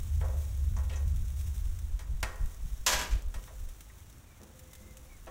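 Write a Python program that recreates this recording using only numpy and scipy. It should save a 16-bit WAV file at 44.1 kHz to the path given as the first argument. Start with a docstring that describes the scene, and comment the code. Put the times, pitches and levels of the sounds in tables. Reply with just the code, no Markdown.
"""Vegetables sizzle on a gas grill outdoors, at one microphone: steam hisses, bubbles burst, fat spits.
Tongs knock the grate, then drop on a steel tray and bounce; the steel rings in many close modes.
Gusts thump and flutter on the microphone and die away. Behind the grill lie the burner and the
open air, and far off a faint whistle, perhaps a bird."""
import sys
import numpy as np
from scipy import signal
from scipy.fft import rfft, irfft
from scipy.io import wavfile
from scipy.ndimage import uniform_filter1d

SR = 44100
rng = np.random.default_rng(int(sys.argv[2]) if len(sys.argv) > 2 else 0)


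def int16_out(signal):
    """Quantize to a 16-bit WAV file."""
    q = np.round(np.clip(np.atleast_2d(signal).T, -1, 1) * 32767)
    wavfile.write(sys.argv[1], SR, q.astype(np.int16))


N = 233994

# level of the sizzle as heard, ducking briefly after the tray clatter: t/s, level/dB
SIZZLE_LEVELS = [(0, -55), (.4, -54.5), (.7, -56.5), (1.2, -57), (1.38, -53.5), (2.05, -60), (2.8, -57),
                 (3.25, -60), (3.45, -56), (4.25, -63), (4.6, -60), (5.31, -60)]
# spectrum of the steam: f/Hz, level/dB
STEAM_SPECTRUM = [(880, -12), (1500, -9), (2400, -8), (3000, -8.5), (3750, -5), (4150, -12), (5100, -11.5),
                  (5400, -4), (6400, -2.5), (8500, -5), (10200, -8), (12000, -7), (13500, -11), (15500, -4)]
# drops of fat bursting: t/s, rough peak level/dB
FAT_SPITS = [(0.45, -39), (0.835, -44), (1.078, -39.5), (1.1603, -40.5), (1.282, -40.5), (1.4103, -37),
             (1.444, -44), (1.7883, -37), (2.2029, -43), (2.3573, -41), (2.458, -38.5), (3.4391, -42.5),
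             (3.688, -39.5), (3.806, -34.5), (4.0978, -43.5), (4.4325, -39), (4.592, -37), (4.732, -36),
             (4.7517, -38.5), (4.9076, -46.5), (4.9696, -35.5)]
# tongs on the grate: t/s, level/dB, favoured f/Hz, fall-off/(dB per octave), ring time factor
GRATE_KNOCKS = [(.209, -46.5, 600, 7.5, 1.5), (.763, -50, 840, 8, 1.3), (.765, -53, 6340, 31, 0.37),
                (.895, -50.5, 2950, 5.5, 1.64), (.9, -54.5, 547, 13, 1.18), (.93, -53, 3000, 7, 0.84),
                (.962, -61, 1800, 4, 0.83), (.958, -51.5, 6350, 41, .6), (1.991, -50, 4000, 1.5, 0.73),
                (2.228, -31.5, 1770, 3, 1.67), (3.34, -47, 1450, 0, 0.81), (3.474, -54.5, 1320, 2.5, 0.37),
                (3.5, -59, 600, 16, 0.44), (3.898, -60, 2000, 25, 0.1), (4.398, -59, 220, 7, 1.2),
                (4.8, -63, 208, 12.5, 1.6), (5.268, -47.5, 520, 6, 0.95)]
# clear modes of the grate: f/Hz, level/dB, t60/s
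GRATE_MODES = [(210, -7, .5), (340, -9, .4), (517, -7, .6), (635, -8, .4), (870, -3, .18), (990, -4, .45),
               (1195, -11, .25), (1443, -11, .3), (1696, -7, .25), (1880, -3, .4), (2606, -10, .22),
               (3250, -10, .22)]
# bands of close modes in the grate: f/Hz, level/dB, t60/s
GRATE_BANDS = [(182, 3, 0.31), (550, 2.5, 0.57), (860, 3.8, 0.5), (2000, 5, 0.31), (3430, 0.5, 0.2),
               (4930, -4.5, 0.29), (5640, 4, 0.27), (12100, -1, 0.24), (16000, -1, .2)]
# the tongs land on the tray, then bounce: t/s
TRAY_HITS = [2.863, 2.924, 2.988, 3.011, 3.109]
# clear modes of the tray: f/Hz, level/dB, t60/s
TRAY_MODES = [(530, -4, 0.22), (623, -5.5, 0.36), (768, -10, 0.16), (972, -5, 0.48), (1025, 2, 0.11),
              (1206, -16, 0.52), (1500, -8, 0.22), (1610, -7.5, 0.36), (1671, -8, 0.35),
              (3300, -11.5, 0.33), (6340, -5.5, 0.21), (7400, -4, 0.2)]
# bands of close modes in the tray: f/Hz, level/dB, t60/s
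TRAY_BANDS = [(156, -5, 0.48), (324, -10, 0.84), (600, -8, 0.65), (1010, -0.5, 0.4), (2000, 1, 0.39),
              (4000, -3.5, 0.41), (6600, 3.5, 0.31), (9050, -8, 0.36), (12500, -4.5, 0.32), (16000, -9, .2)]
# wind on the microphone: t/s, thump level/dB, flutter level/dB
WIND_LEVELS = [(0, -58, -35.5), (.2, -37, -31.5), (.5, -45.5, -34), (.7, -42, -30.5), (1.5, -42, -35),
               (2.2, -42.5, -50.5), (3.4, -48, -54), (3.9, -53.5, -59), (4.5, -63, -57), (5.31, -47.5, -61)]
# single buffets: middle t/s, level/dB, half length/s, relative roar level/dB
WIND_BUFFETS = [(0.016, -34, 0.036, -28), (0.197, -43, 0.08, -3), (0.65, -35, 0.072, -21),
                (0.75, -37, .03, -14), (1.067, -30, 0.011, -11), (1.159, -37, 0.048, -0.5),
                (1.219, -33.5, 0.014, -24), (1.674, -32.5, 0.07, -27), (1.843, -38, 0.018, -38),
                (1.942, -31.5, 0.027, -54), (2.13, -33.5, 0.042, -12), (2.243, -37.5, 0.04, -19),
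                (2.439, -26.5, 0.031, -14.5), (2.65, -36.5, 0.037, -12), (2.733, -32, 0.011, -42),
                (2.81, -33, 0.012, -35), (2.967, -35, 0.033, -14.5), (3.145, -24, 0.032, -33),
                (3.271, -31, 0.028, -37), (3.372, -33, 0.017, -15), (3.643, -37.5, 0.061, -56)]
# spectra of the wind's roar and thumps: f/Hz, level/dB
ROAR_SPECTRUM = [(70, -3.5), (110, 3), (200, -11), (260, -29.5), (500, -101)]
THUMP_SPECTRUM = [(10, -4), (25, 4.5), (40, 5.5), (55, 8.5), (90, -62)]
# a grate bar humming: t/s, length/s, level/dB
BAR_HUMS = [(3.45, 0.29, -69), (4.39, 0.78, -67)]
# burner and open air: f/Hz, level/dB
AMBIENCE_SPECTRUM = [(50, -29), (90, 0.5), (150, -9), (220, -12.5), (400, -19), (700, -22), (1300, -23),
                     (5000, -36.5), (8000, -93)]
# far whistles: t/s, length/s, first f/Hz, last f/Hz, glide time/s, level/dB
FAR_WHISTLES = [(4.25, .15, 2540, 2090, .15, -73), (4.65, .32, 1940, 2080, .11, -70),
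                (5.09, .08, 2320, 2150, .08, -65)]


def sizzle(flicker_db=1.64, crackle_db=-10, bubbles_per_s=400):
    """On the grill, steam hisses with a flickering level and small bubbles burst in a crackle."""
    hiss = amp(flicker_db * wander(500, passes=2)) * rng.standard_normal(N)
    bubbles = amp(6 * np.minimum(rng.exponential(1, N), 5)) * (rng.random(N) < bubbles_per_s / SR)
    pop = decay(np.arange(800) / SR, t60=0.0029)
    crackle = signal.oaconvolve(bubbles, pop)[:N] * rng.standard_normal(N)
    steam = colour(unit_rms(hiss) + amp(crackle_db) * unit_rms(crackle), STEAM_SPECTRUM)
    return amp(curves(SIZZLE_LEVELS)[0]) * unit_rms(steam)


def spits(crest_db=9):
    """Each drop of fat bursts as a short puff, coloured like the steam but a shade duller."""
    out, t = np.zeros(N), np.arange(4096) / SR
    envelope = (1 - np.exp(-t / 0.00029)) * decay(t, t60=.05)
    for s, db in FAT_SPITS:
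        puff = colour(rng.standard_normal(len(t)), STEAM_SPECTRUM)
        puff = colour(puff, [(750, .9), (48000, -.9)])
        add(out, s, amp(db - crest_db) * envelope * unit_rms(puff))
    return out


def tongs_on_grate():
    """The tongs knock and scrape the grate, which ticks and rings."""
    return struck_steel(GRATE_KNOCKS, GRATE_MODES, GRATE_BANDS,
                        modes_db=12, ripple_db=3, rattle_db=1.5, tick_db=2.5)


def tongs_on_tray(land_db=-23.5, loss_db_per_s=93):
    """Dropped tongs hit the tray; the bounces weaken, duller and shorter than the landing."""
    land, *bounces = TRAY_HITS
    blows = [(land, land_db, 4000, 2.5, 1.43)]  # columns as in GRATE_KNOCKS
    blows += [(s, land_db - loss_db_per_s * (s - land), 2490, 2.5, 0.69) for s in bounces]
    return struck_steel(blows, TRAY_MODES, TRAY_BANDS,
                        modes_db=9, ripple_db=1, rattle_db=1, tick_db=-32)


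def struck_steel(blows, modes, bands, modes_db, ripple_db, rattle_db, tick_db):
    """Steel rings in bands of close modes and a few clear ones; each blow favours one region."""
    out, t = np.zeros(N), np.arange(SR) / SR
    centres = np.log([row[0] for row in bands])
    log_hz = np.log(np.fft.rfftfreq(SR, 1 / SR) + 1)
    ripple = amp(ripple_db * wander(30, length=len(log_hz)))
    mode_rise = 1 - np.exp(-t / 0.0054)
    for s, db, favoured_hz, slope_db, ring in blows:
        tick = amp(tick_db + 1.11 * (db + 48)) * decay(t, t60=0.034)  # harder blows tick more sharply
        emphasis = amp(-slope_db * abs(log_hz - np.log(favoured_hz)) / np.log(2))
        close_modes = rfft(rng.standard_normal(SR)) * ripple
        draws = rng.random((len(modes), 2))
        rattle = amp(rattle_db * wander(150, length=SR))  # loose parts chatter
        sound = np.zeros(SR)
        for k, (hz, band_db, t60) in enumerate(bands):
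            weight = np.interp(log_hz, centres, np.arange(len(bands)) == k, left=0)
            spectrum = close_modes * weight
            band = irfft(spectrum * emphasis, SR) * SR / np.linalg.norm(spectrum)
            rise = 1 - np.exp(-t * hz / 7)  # bass swells slowly, treble at once
            sound += amp(band_db) * band * rise * (decay(t, t60 * ring) + tick) * rattle
        for (hz, mode_db, t60), (phase, spot) in zip(modes, draws):
            level_db = modes_db + mode_db - 3 * spot - slope_db * abs(np.log2(hz / favoured_hz))
            tone = np.sin(2 * np.pi * (hz * t + phase))
            sound += amp(level_db) * tone * mode_rise * (decay(t, t60 * ring) + tick)
        onset_rms = np.sqrt(np.mean(sound[:600] ** 2))
        add(out, s, amp(db) * sound / onset_rms)
    return out


def wind(roar_follows=0.7, lumps_db=3.8):
    """Right on the microphone: pressure thumps, flutter from eddies off the housing, a lumpy roar."""
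    thump_db, flutter_db = curves(WIND_LEVELS)
    thump = steadied(colour(rng.standard_normal(N), THUMP_SPECTRUM), share=0.73)
    flutter = steadied(narrow_noise(N, hz=71, width_hz=20.5), share=0.55)
    roar = unit_rms(colour(rng.standard_normal(N), ROAR_SPECTRUM))
    roar_db = -52.5 + roar_follows * (flutter_db + 33) + lumps_db * wander(2500, passes=2)
    out = amp(thump_db) * thump + amp(flutter_db) * flutter + amp(roar_db) * roar
    t = np.arange(N) / SR
    for s, db, half_s, relative_db in WIND_BUFFETS:
        swell = amp(db) * np.exp(-((t - s) / half_s) ** 2)
        out += swell * (thump + amp(-13) * flutter + amp(relative_db) * roar)
    return out


def bar_hum():
    """A bar of the grate hums faintly while it is handled."""
    out = np.zeros(N)
    for s, length, db in BAR_HUMS:
        hum = steadied(narrow_noise(round(length * SR), hz=517, width_hz=24), share=.1)
        add(out, s, amp(db) * hum * signal.windows.tukey(len(hum), .35))
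    return out


def burner_and_air(level_db=-58.5):
    """Behind the sizzle, the burner and the open air make a steady low rush."""
    return amp(level_db) * unit_rms(colour(rng.standard_normal(N), AMBIENCE_SPECTRUM))


def far_whistles():
    """Far off, thin and slightly fuzzy whistles, one glide each."""
    out = np.zeros(N)
    for s, length, first_hz, last_hz, glide_s, db in FAR_WHISTLES:
        t = np.arange(0, length, 1 / SR)
        hz = np.interp(t, [0, glide_s], [first_hz, last_hz])
        note = steadied(narrow_noise(len(t), hz, width_hz=80), share=.1)
        add(out, s, amp(db) * note * signal.windows.tukey(len(t), .3))
    return out


def amp(db):
    """Decibels to gain."""
    return 10 ** (np.asarray(db) / 20)


def decay(t, t60):
    """Falls 60 dB in t60 seconds."""
    return amp(-60 * t / t60)


def unit_rms(x):
    """Scales to rms 1."""
    return x / np.sqrt(np.mean(x ** 2) + 1e-20)


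def wander(span, passes=1, length=N):
    """Random drift of rms 1, smoothed over span points."""
    x = rng.standard_normal(length)
    for _ in range(passes):
        x = uniform_filter1d(x, span)
    return unit_rms(x)


def curves(rows):
    """The columns after t/s, sample by sample."""
    s, *columns = np.transpose(rows)
    return [np.interp(np.arange(N) / SR, s, c) for c in columns]


def colour(x, points):
    """Filters by a spectrum of f/Hz, level/dB points."""
    f, db = np.transpose(points)
    hz = np.fft.rfftfreq(len(x), 1 / SR)
    return irfft(rfft(x) * amp(np.interp(np.log(hz + 1), np.log(f + 1), db)), len(x))


def add(mix, s, sound):
    """Mixes a sound in at s seconds."""
    part = mix[round(s * SR):][:len(sound)]
    part += sound[:len(part)]


def narrow_noise(length, hz, width_hz):
    """Noise through a resonance at hz, steady or gliding."""
    carrier = np.exp(2j * np.pi * np.cumsum(hz * np.ones(length)) / SR)
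    pole = np.exp(-np.pi * width_hz / SR)
    baseband = signal.lfilter([1], [1, -2 * pole, pole * pole], rng.standard_normal(length) / carrier)
    return (carrier * baseband).real


def steadied(x, share):
    """Irons out a share of the level swings of a narrow noise."""
    x = unit_rms(x)
    return unit_rms(x / (abs(signal.hilbert(x)) + 0.19) ** share)


def scene():
    """Grill, tongs, wind and background at one microphone."""
    tongs = tongs_on_grate() + tongs_on_tray()
    return (tongs + wind() + sizzle() + burner_and_air() + spits() + bar_hum() + far_whistles())[None]


def record(dry, edge_hz=15800):
    """The microphone chain cuts the highest treble steeply."""
    lowpass = signal.firwin(511, edge_hz, window=("kaiser", 9), fs=SR)
    return signal.oaconvolve(dry, lowpass[None], "same")


dry = scene()
out = record(dry)
int16_out(out)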